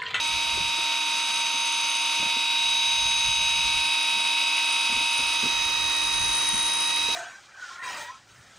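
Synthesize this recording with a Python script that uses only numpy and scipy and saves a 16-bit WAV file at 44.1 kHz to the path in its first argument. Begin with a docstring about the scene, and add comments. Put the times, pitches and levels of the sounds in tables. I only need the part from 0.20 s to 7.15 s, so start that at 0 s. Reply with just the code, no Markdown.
"""An electric fishing reel winds in line on a boat, close to a head-worn camera. Its motor and gear teeth whine
at a nearly constant speed over a rasp of tooth contact; the spool gear wavers with the pull of the fish.
Loose teeth chatter, a dry bearing squeaks, and a hand held by the reel reflects some tones and bumps it once.
Water slaps the hull, gusts touch the microphone, and near the end the head turns towards the deck.
Tones follow the turning wheels; shaped noise makes rasp, water and wind."""
import sys
import numpy as np
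from scipy import signal
from scipy.fft import rfft, irfft
from scipy.io import wavfile
from scipy.ndimage import map_coordinates

SR = 44100
rng = np.random.default_rng(int(sys.argv[2]) if len(sys.argv) > 2 else 0)


def wrap_up_sound(samples):
    """Save the sound to the file named by the first command line argument, as 16-bit audio."""
    columns = np.atleast_2d(samples).T
    # keep every value between -1 and 1, then stretch to whole-number steps
    tamed = np.clip(columns, -1, 1)
    steps = np.round(tamed * 32767).astype(np.int16)
    wavfile.write(sys.argv[1], SR, steps)


N = 306495
T = np.arange(N) / SR
FREQS = np.fft.rfftfreq(N, 1 / SR)
SIDES = np.array([[.5], [-.5]])  # shares a left-right difference between the two ports

IDLER_TEETH = 14
MOTOR_PER_IDLER = 17 / 5  # motor turns per idler turn


def from_db(db):
    """Decibels to gain."""
    return 10 ** (np.asarray(db) / 20)


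def curves(rows):
    """Each column of a time table, joined by straight lines."""
    s, *columns = np.transpose(rows)
    return [np.interp(T, s, c) for c in columns]


def spectra(rows, at=FREQS):
    """Each column of a frequency table, joined on a log axis."""
    hz, *columns = np.transpose(rows)
    return [np.interp(np.log(at + 1), np.log(hz), c) for c in columns]


def noise(db):
    """Noise with the given level per Hz."""
    return irfft(rfft(rng.standard_normal(N)) * from_db(db), N) * np.sqrt(SR / 2)


def unit(x):
    """Scale to rms 1."""
    return x / np.sqrt(np.mean(x ** 2))


def walk(rate):
    """Random wander of spread 1: straight lines between `rate` new values a second."""
    steps = rng.standard_normal(2048)
    place = T * rate
    k = place.astype(int) % (len(steps) - 1)
    between = steps[k] + (steps[k + 1] - steps[k]) * (place % 1)
    return between * np.sqrt(3 / 2)  # makes up for the spread lost between the values


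def ports(wave, balance_db, lead_rad):
    """A complex tone as it reaches the left and right microphone port."""
    return np.real(wave * from_db(SIDES * balance_db) * np.exp(1j * SIDES * lead_rad))


def tone(turns):
    """A complex tone that follows a count of cycles, from a random start."""
    angle = (2 * np.pi * ((turns + rng.random()) % 1)).astype(np.float32)
    return np.cos(angle) + 1j * np.sin(angle)


def ring(t, hz, peak_s):
    """A damped ring that swells to height 1 at `peak_s`, then dies away."""
    return (t / peak_s) ** 2 * np.exp(2 - 2 * t / peak_s + 2j * np.pi * hz * t)


# Colour of the wind rumble. Each row: frequency in Hz, relative level in dB.
BREEZE_COLOUR = [(12, -20), (30, -5), (52, 4), (100, -4), (180, -8.5), (400, -63), (1200, -56)]
# Gusts on the microphone. Each row: peak in seconds, level in dB, length in seconds.
GUSTS = [(0.103, -52, 0.31), (0.34, -40.5, 0.18), (2.032, -52, .1), (2.5, -58, 0.63), (2.873, -42.5, 0.23),
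         (3.097, -40, 0.12), (3.26, -42, 0.11), (3.436, -43.5, 0.22), (3.553, -42.5, 0.095),
         (3.968, -57.5, 0.27), (4.764, -45, 0.09), (5.025, -47, 0.11), (5.38, -45, 0.28), (5.65, -46, 0.18),
         (6.007, -40, 0.21), (6.342, -46, 0.18), (6.82, -55, 0.33)]
GUST_RISE = 0.4  # share of a gust spent rising
CALM_DB = -71  # the breeze between gusts


def breeze(left_db=-1, right_db=2, eddy_db=3.0):
    """Each gust builds and dies away over a calm breeze; its eddies rumble on each port separately."""
    power = from_db(CALM_DB) ** 2
    for s, db, length_s in GUSTS:
        away = np.maximum((s - T) / GUST_RISE, (T - s) / (1 - GUST_RISE)) / length_s
        power = power + (from_db(db) * np.exp(-away)) ** 2
    (colour_db,) = spectra(BREEZE_COLOUR)
    rumble = [unit(noise(colour_db)) * from_db(port_db + eddy_db * walk(20)) for port_db in (left_db, right_db)]
    return np.sqrt(power) * np.array(rumble)


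# Water against the hull. Each row: start in seconds, level in dB, ring pitch in Hz, time to peak in seconds.
SLAPS = [(0.342, -40, 220, .004), (0.373, -34.5, 380, 0.0056), (0.403, -40, 148, 0.0086),
         (0.582, -39.5, 347, 0.0085), (1.339, -43.5, 270, 0.008), (1.997, -37, 190, 0.0045),
         (2.022, -34.5, 315, 0.0068), (2.053, -38.5, 201, 0.0084), (2.163, -39.5, 257, 0.0074),
         (3.958, -44, 204, 0.011), (4.690, -37.5, 240, 0.0074), (4.718, -36, 225, 0.0066),
         (4.759, -39.5, 252, .01), (4.802, -41, 300, 0.0098), (4.986, -38, 263, 0.0099),
         (5.228, -31, 235, .009), (5.249, -33, 252, 0.012), (6.327, -36, 170, .006),
         (6.339, -36, 210, .006), (6.885, -29.5, 480, .003)]
# What the hull rings with. Each row: multiple of the slap's pitch, level in dB relative to the slap.
HULL_MODES = [(.62, -9.5), (1, -1.5), (1.85, -8)]


def slaps(smack_db=-10.5, splash_db=-16, splash_s=0.058, bubble_db=-13, bubble_late_s=.025,
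          spread=0.265, width_rad=0.4, count=5):
    """Each wavelet smacks the hull into a short ring; a dull splash and small rising bubbles follow."""
    out, t = np.zeros((2, N + SR)), T[:SR // 3]
    for s, db, hz, peak_s in SLAPS:
        late, size, bearing = rng.standard_normal((3, count, 1, 1))
        age = np.maximum(t - np.abs(late) * bubble_late_s, 0)
        bubble_hz = 1.7 * hz * np.exp(spread * size) * (1 + age)  # the pitch climbs with age
        bubbles = ports(ring(age, bubble_hz, peak_s / 2), 0, width_rad * bearing).sum(axis=0)

        hull = sum(from_db(mode_db) * ring(t, ratio * hz, peak_s / max(ratio, 1))
                   for ratio, mode_db in HULL_MODES)

        dull = signal.butter(2, [hz / 2, hz * 1.8], "band", fs=SR, output="sos")
        shared, left, right = unit(signal.sosfilt(dull, rng.standard_normal((3, len(t)))))
        smack = from_db(smack_db) * ring(t, 0, peak_s / 2).real
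        splash = from_db(splash_db) * np.exp(-t / splash_s) * np.minimum(t / peak_s, 1)
        water = (shared + np.array([left, right]) / 2) * (smack + splash)

        start = int(s * SR)
        slap = ports(hull, 0, width_rad) + water + from_db(bubble_db) * bubbles
        out[:, start:start + len(t)] += from_db(db) * slap
    return out[:, :N]


def bump(start_s=3.085, level_db=-29.5, hz=78, peak_s=.007, balance_db=-2, lead_rad=0.54):
    """The hand bumps the reel: one low, damped thud as it withdraws."""
    thud = ring(np.maximum(T - start_s, 0), hz, peak_s)
    return from_db(level_db) * ports(thud, balance_db, lead_rad)


CHIRP_DB, CHIRP_TURNED_DB = -44, 0.5  # level, rise with the head turned


def chirps(idler, turned, rate=57.3, start_hz=9260, rise_hz=750, depth=0.4,
           jitter_hz=80, jitter_rate=500, patchy_db=3.5):
    """A dry bearing gives tiny rising squeaks, pressed harder once per turn of the middle wheel."""
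    place = rate * T % 1  # 0-1 through each squeak
    hz = start_hz + rise_hz * place ** 3 + jitter_hz * walk(jitter_rate)
    squeak = tone(np.cumsum(hz) / SR)
    pressure = np.sin(np.pi * place) ** 2 * np.exp(depth * tone(WHEELS[1] * idler).real)
    pressure = pressure * from_db(patchy_db * walk(rate))
    level = from_db(CHIRP_DB + CHIRP_TURNED_DB * turned)
    return ports(np.sqrt(2) * level * unit(pressure) * squeak, *placed(LEAD_PLACE[-1], turned))


CHATTER_DB, CHATTER_TURNED_DB = -42.5, -12  # level, change with the head turned


def chatter(idler, turned, ring_hz=2590, peak_s=0.00095, wear_db=5, scatter_db=2.0, teeth=21):
    """Teeth knock the housing into a short ring; the worn ones knock hardest on every turn of their wheel."""
    tooth = (IDLER_TEETH * idler).astype(int)
    at = np.flatnonzero(np.diff(tooth))  # the moments when the next tooth meets
    wear = from_db(wear_db * rng.standard_normal(teeth))
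    scatter = from_db(scatter_db * rng.standard_normal(len(at)))
    knocks = np.zeros(N)
    knocks[at] = wear[tooth[at] % teeth] * scatter * rng.choice([-1, 1], len(at))
    t = T[:SR // 50]
    housing = signal.fftconvolve(knocks, t * np.exp(2j * np.pi * ring_hz * t - t / peak_s))[:N]
    level = from_db(CHATTER_DB + CHATTER_TURNED_DB * turned)
    balance_db, lead_rad, _ = spectra(PORTS, ring_hz)
    return ports(housing / np.std(housing.real) * level, balance_db, lead_rad)


# Rasp of teeth, brushes and line, before its overall level is set.
# Each row: frequency in Hz, level in dB per Hz facing the reel, level in dB per Hz with the head turned.
RASP = [(100, -95, -85.5), (163, -83, -80.5), (240, -83, -83), (380, -87.5, -81.5), (496, -87.5, -81.5),
        (610, -79, -79.5), (776, -78, -83), (1260, -72, -69), (1483, -73, -76), (1840, -79.5, -77),
        (1864, -81, -73), (2130, -69, -73), (2950, -64, -72), (3100, -69, -71.5), (3520, -63.5, -73),
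        (3630, -68.5, -74.5), (5730, -73.5, -75), (6170, -71, -77), (6960, -81, -82.5), (9500, -78.5, -81),
        (9650, -75.5, -79), (10870, -83, -84.5), (11370, -105, -105), (13400, -90, -89),
        (15000, -100, -100)]
# The two microphone ports.
# Each row: frequency in Hz, left minus right in dB, left lead in radians, scattered share of the power 0-1.
PORTS = [(300, -1, 0, .15), (800, -2.5, .3, .1), (1400, -1.5, .8, .3), (2000, -2, -.3, .12),
         (3000, -2.5, .5, .07), (4600, 1.5, .5, .2), (6200, 0, -.2, .25), (6900, 0, .9, .4),
         (7700, 1.5, 3.4, .5), (9000, 3.5, 3.4, .4), (10800, 1, 6.3, .35), (15000, .5, 6.3, .6)]
# Slower wheels of the gear train. One value each: turns per idler turn.
WHEELS = [1 / 5, 18 / 37, 2 / 3]
RASP_DB, RASP_TURNED_DB, RASP_SWELL = 0.62, 2.5, 0.11  # level, rise with the head turned, share of the swell


def worn_wheel(turns):
    """The rough faces of one wheel come round again on every turn: an even weave of faint lines."""
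    surface = irfft(np.exp(2j * np.pi * rng.random(int(N / turns[-1] / 2))))
    return unit(map_coordinates(surface, [turns % 1 * len(surface)], order=3, mode="grid-wrap"))


def rasp(idler, turned, swell, mesh_depth=0.2, motor_depth=0.015, idler_depth=0.066,
         flicker_db=0.78, repeating=.5):
    """Sliding contact hisses in time with the teeth, the motor and the idler, coloured by the housing."""
    level_db = RASP_DB + RASP_TURNED_DB * turned + RASP_SWELL * swell
    beat = 1 + mesh_depth * tone(IDLER_TEETH * idler).real
    beat = beat + motor_depth * tone(MOTOR_PER_IDLER * idler).real
    beat = beat + idler_depth * tone(2 * idler).real  # twice per idler turn
    beat = beat * from_db(level_db + flicker_db * walk(50))

    sliding, *bounced = rng.standard_normal((3, N))
    worn = unit(sum(worn_wheel(ratio * idler) for ratio in WHEELS))
    contact = np.sqrt(1 - repeating) * sliding + np.sqrt(repeating) * worn

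    direct, left, right = rfft(np.array([contact, *bounced]) * beat) * np.sqrt(SR / 2)
    balance_db, lead_rad, scattered = spectra(PORTS)
    heard = np.sqrt(1 - scattered) * direct * np.exp(1j * SIDES * lead_rad)
    heard = heard + np.sqrt(scattered) * np.array([left, right])
    facing, aside = (irfft(heard * from_db(db + SIDES * balance_db), N) for db in spectra(RASP))
    return (1 - turned) * facing + turned * aside


# Spool gear speed. Each row: time in seconds, mesh rate in Hz before its shudder.
SPOOL = [(0, 632), (.4, 672), (1.4, 658), (2.4, 700), (2.9, 614), (3.4, 612), (4.4, 672), (5.15, 664),
         (5.5, 632), (6.03, 617), (6.45, 640), (6.65, 624), (6.95, 686)]
# Its harmonics 1 to 9. Each row: level in dB, dB more with the head turned.
SPOOL_DB = [(-59, -6), (-53.5, -7), (-57, 8.5), (-49, -14), (-61, 9), (-58, 8), (-52.5, 4), (-59, 14),
            (-60, -3)]


def spool(turned, wobble_hz=2.18, wobble_rate=60, patchy_db=3, patchy_rate=14):
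    """The spool gear speeds up and slows with the pull on the line; it shudders, its harmonics come and go."""
    (hz,) = curves(SPOOL)
    turns = np.cumsum(hz + wobble_hz * walk(wobble_rate)) / SR
    out = 0
    for harmonic, (db, turned_db) in enumerate(SPOOL_DB, 1):
        patchy = unit(from_db(patchy_db * walk(patchy_rate)) * tone(harmonic * turns).real)
        out = out + from_db(db + turned_db * turned) * patchy
    return out


# Weaker motor tones. One value each: multiple of the motor's turn; then their levels in dB.
MOTOR_ORDERS = [1, 5, 6, 10, 12, 15, 22, 33, 35]
MOTOR_DB = [-58.5, -51.5, -60, -45, -42.5, -45.5, -60, -57, -56.5]
# Weaker gear tones. One value each: multiple of the idler's turn; then their levels in dB.
GEAR_ORDERS = [12, 13, 14, 15, 16, 24, 26, 27, 32, 36, 41, 43, 45, 50, 55, 56, 57, 59, 64, 65, 69, 70, 82]
GEAR_DB = [-52, -55.5, -52.5, -57, -60, -54, -50, -45.5, -50, -48, -44, -46, -54, -56, -55, -52, -57, -58,
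           -56, -56, -55, -46, -58]
# Off-centre wheels put side tones around the leading tones.
# Each row: multiple of the idler's turn, list of offsets in Hz; then one level in dB for each offset in turn.
SIDE_TONES = [(14, [-309.6, -262, -225.5]),
              (28, [-403, -309.6, -288, -225.5, -121.4, -60.7, 44.3, 127.5, 225.5, 309.6, 365]),
              (42, [-383.5, -309.6, -273, -225.5, -218, -135, -91, -44.3]), (54, [-69, 121.4]),
              (68, [309.6]), (102, [-57.3, -13, 44.3])]
SIDE_DB = [-55, -57, -57, -55, -46, -51, -50, -48, -43, -43.5, -41.5, -46, -41.5, -50, -46, -49, -52, -50,
           -49, -48, -49, -48, -52, -52, -56, -52, -49, -52]


def overtones(idler, turned, swell, swell_db=1.44, swell_rate=3.48, side_share=0.11, side_turned_db=-1):
    """Weaker motor, gear and side tones; each swells by itself and shifts with the head like the rasp."""
    cycles = [(k * MOTOR_PER_IDLER * idler, 0) for k in MOTOR_ORDERS]
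    cycles += [(k * idler, 0) for k in GEAR_ORDERS]
    # side tones of the second mesh harmonic take a share of its swell
    with_mesh = side_share * swell + side_turned_db * turned
    for k, offsets in SIDE_TONES:
        follow_db = with_mesh if k == 2 * IDLER_TEETH else 0
        cycles += [(k * idler + offset * T, follow_db) for offset in offsets]

    out = 0
    for (turns, follow_db), db in zip(cycles, [*MOTOR_DB, *GEAR_DB, *SIDE_DB]):
        mean_hz = turns[-1] / T[-1]
        facing_db, aside_db = spectra(RASP, mean_hz)
        balance_db, lead_rad, _ = spectra(PORTS, mean_hz)
        gain = from_db(db + follow_db + swell_db * walk(swell_rate) + turned * (aside_db - facing_db))
        out = out + ports(np.sqrt(2) * gain * tone(turns), balance_db, lead_rad)
    return out


def hand_near(arrives_s=1.97, reach_s=0.54, leaves_s=2.58, withdraw_s=2.4):
    """0-1: the hand reaches for the reel, stays, and withdraws."""
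    return np.clip((T - arrives_s) / reach_s, 0, 1) * np.clip(1 - (T - leaves_s) / withdraw_s, 0, 1)


def placed(place, turned):
    """Port balance in dB and lead in radians, moving from facing to turned with the head."""
    return [np.interp(turned, [0, 1], pair) for pair in (place[:2], place[2:])]


# The seven leading tones: motor x3, mesh x2, mesh x3, a fine gear, motor x20, x25 and x30.
# One value each: multiple of the idler's turn.
LEAD_ORDERS = [10.2, 28, 42, 54, 68, 85, 102]
# Their loudness. Each row: level in dB, dB more with the head turned, dB more with the hand near,
# share of the swell.
LEAD_LOUDNESS = [(-35.5, -4, -0.8, -0.049), (-34, -6.5, 1, 0.94), (-33, 4, 7, 0.093),
                 (-42.5, -0.5, 3, 0.37), (-46, 5, 2, -0.37), (-48, 1, 0, 0.079), (-49, 6.5, 4, 0.15)]
# Their character. Each row: roughness 0-1, flutter rate in Hz.
LEAD_COLOUR = [(0.12, 63), (0.14, 78), (0.18, 240), (0.23, 79), (0.22, 70), (1, 160), (0.2, 110)]
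# Their place. Each row: left minus right in dB facing the reel, the same with the head turned,
# left lead in radians facing the reel, the same with the head turned.
LEAD_PLACE = [(.3, -12, .4, .4), (-.5, -11, 0, .4), (-1, -3, .25, -.2), (5, 1, .7, -1.2), (-2, 0, .3, -1.3),
              (8, 7, -2.3, -3.3), (-1.5, 11, -.7, 2.7)]


def whine(idler, turned, swell, runout=0.06, runout_turned=0.15):
    """The leading motor and mesh tones, shaded by head and hand; uneven tooth contact makes them flutter."""
    out, hand = 0, hand_near()
    for order, loudness, (rough, flutter_hz), place in zip(LEAD_ORDERS, LEAD_LOUDNESS, LEAD_COLOUR, LEAD_PLACE):
        level_db, turned_db, hand_db, share = loudness
        db = level_db + turned_db * turned + hand_db * hand + share * swell
        contact = 1 + rough * (walk(flutter_hz) + 1j * walk(flutter_hz)) / np.sqrt(2)
        if order > 2 * IDLER_TEETH:  # the upper tones also throb once per turn of the middle wheel
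            depth = runout + runout_turned * turned
            contact = contact * (1 + depth * tone(WHEELS[1] * idler).real)
        wave = np.sqrt(2) * from_db(db) * contact * tone(order * idler)
        out = out + ports(wave, *placed(place, turned))
    return out


def swell_band(x, centre_hz, width_hz, levels, throb=1):
    """One bell-shaped band of the sound swells and fades along its level curve, and may throb."""
    (db,) = curves(levels)
    part = irfft(rfft(x) * np.exp(-((FREQS - centre_hz) / width_hz) ** 2), N)
    return x + part * (from_db(db) * throb - 1)


# The whistle near 6.3 kHz, before its throb. Each row: time in seconds, level change in dB.
WHISTLE = [(0, 0), (.4, -4.5), (.9, 0.5), (1.1, 4), (1.7, 6), (2, 1.5), (2.3, -13), (2.45, 1), (2.9, 6.5),
           (3.4, 4), (3.7, -8), (4.5, -1), (5.1, 0), (5.35, 5.5), (5.7, 3.5), (6.1, 7), (6.55, 2),
           (6.95, 2)]
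# The squeal near 9.4 kHz. Each row: time in seconds, level change in dB.
SQUEAL = [(0, -8), (.3, -4.5), (.7, -7.5), (1.101, -3), (1.6, 0), (1.95, -2), (2.25, -8.5), (2.9, 0.5),
          (3.25, -3), (3.55, 0), (4.15, -3), (5, 2), (5.5, -6), (6, 4), (6.45, 8), (6.95, -3)]
# The growl around the mesh rate. Each row: time in seconds, level change in dB.
GROWL = [(0, -0.5), (.4, 1), (1.3, 2.5), (2.2, -.5), (2.6, -5), (3.1, -.5), (3.85, -1.5), (4.25, 1.5),
         (5, 1.5), (5.7, 1), (6.15, 0.5), (6.95, -1.5)]
THROB, THROB_TURNED = 0.2, 0.46  # depth of the whistle's throb, more with the head turned


def voice_bands(reel, idler, turned):
    """Three bands of the reel rise and fall; the whistle also throbs once per idler turn."""
    throb = 1 + (THROB + THROB_TURNED * turned) * tone(idler).real
    reel = swell_band(reel, 6290, 150, WHISTLE, throb)
    reel = swell_band(reel, 9430, 550, SQUEAL)
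    return swell_band(reel, 1270, 150, GROWL)


# Drive speed. Each row: time in seconds, tooth mesh rate in Hz before its hunting and shudder.
SPEED = [(0.0, 1272.6), (0.4, 1274.6), (0.85, 1271.7), (1.0, 1275.6), (1.25, 1273.7), (1.78, 1275.0),
         (1.9, 1273.4), (3.28, 1272.5), (3.58, 1276.0), (3.75, 1272.8), (4.28, 1278.3), (4.67, 1275.7),
         (5.0, 1278.4), (5.38, 1274.8), (6.12, 1273.8), (6.95, 1276.9)]
# The head. Each row: time in seconds, turn from 0 facing the reel to 1 facing the deck.
HEAD = [(0, 0.23), (1.1, 0.19), (2.3, 0.021), (4.9, 0.095), (5.45, 0.86), (6.25, 1), (6.95, 0.94)]
# Swell of the second mesh harmonic; each tone or layer takes its own share.
# Each row: time in seconds, swell in dB.
SWELL = [(0, 0.5), (1.3, -2.5), (2.05, 1.5), (2.6, -2.1), (3.4, 2), (5.15, 6.3), (5.9, 4.5), (6.15, 2.5),
         (6.38, -5.5), (6.8, 4.5), (6.95, 2.5)]
HUNT_HZ, HUNT_RATE = 0.391, 7  # slow waver of the mesh rate: spread in Hz, changes per second
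SHUDDER_HZ, SHUDDER_RATE = 0.7, 24  # quick waver of the mesh rate: spread in Hz, changes per second


def scene():
    """One drive speed turns the motor and gear train; the spool has its own, over water and breeze."""
    (mesh_hz,), (turned,), (swell,) = curves(SPEED), curves(HEAD), curves(SWELL)
    mesh_hz = mesh_hz + HUNT_HZ * walk(HUNT_RATE) + SHUDDER_HZ * walk(SHUDDER_RATE)
    idler = np.cumsum(mesh_hz) / SR / IDLER_TEETH  # turns so far
    tones = whine(idler, turned, swell) + overtones(idler, turned, swell) + spool(turned)
    friction = rasp(idler, turned, swell) + chirps(idler, turned)
    reel = tones + friction + chatter(idler, turned)
    return voice_bands(reel, idler, turned) + breeze() + slaps() + bump()


def record(dry, top_hz=15300):
    """The camera cuts the top: a steep low-pass."""
    return signal.sosfilt(signal.ellip(8, .2, 70, top_hz, fs=SR, output="sos"), dry)


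dry = scene()
out = record(dry)
wrap_up_sound(out)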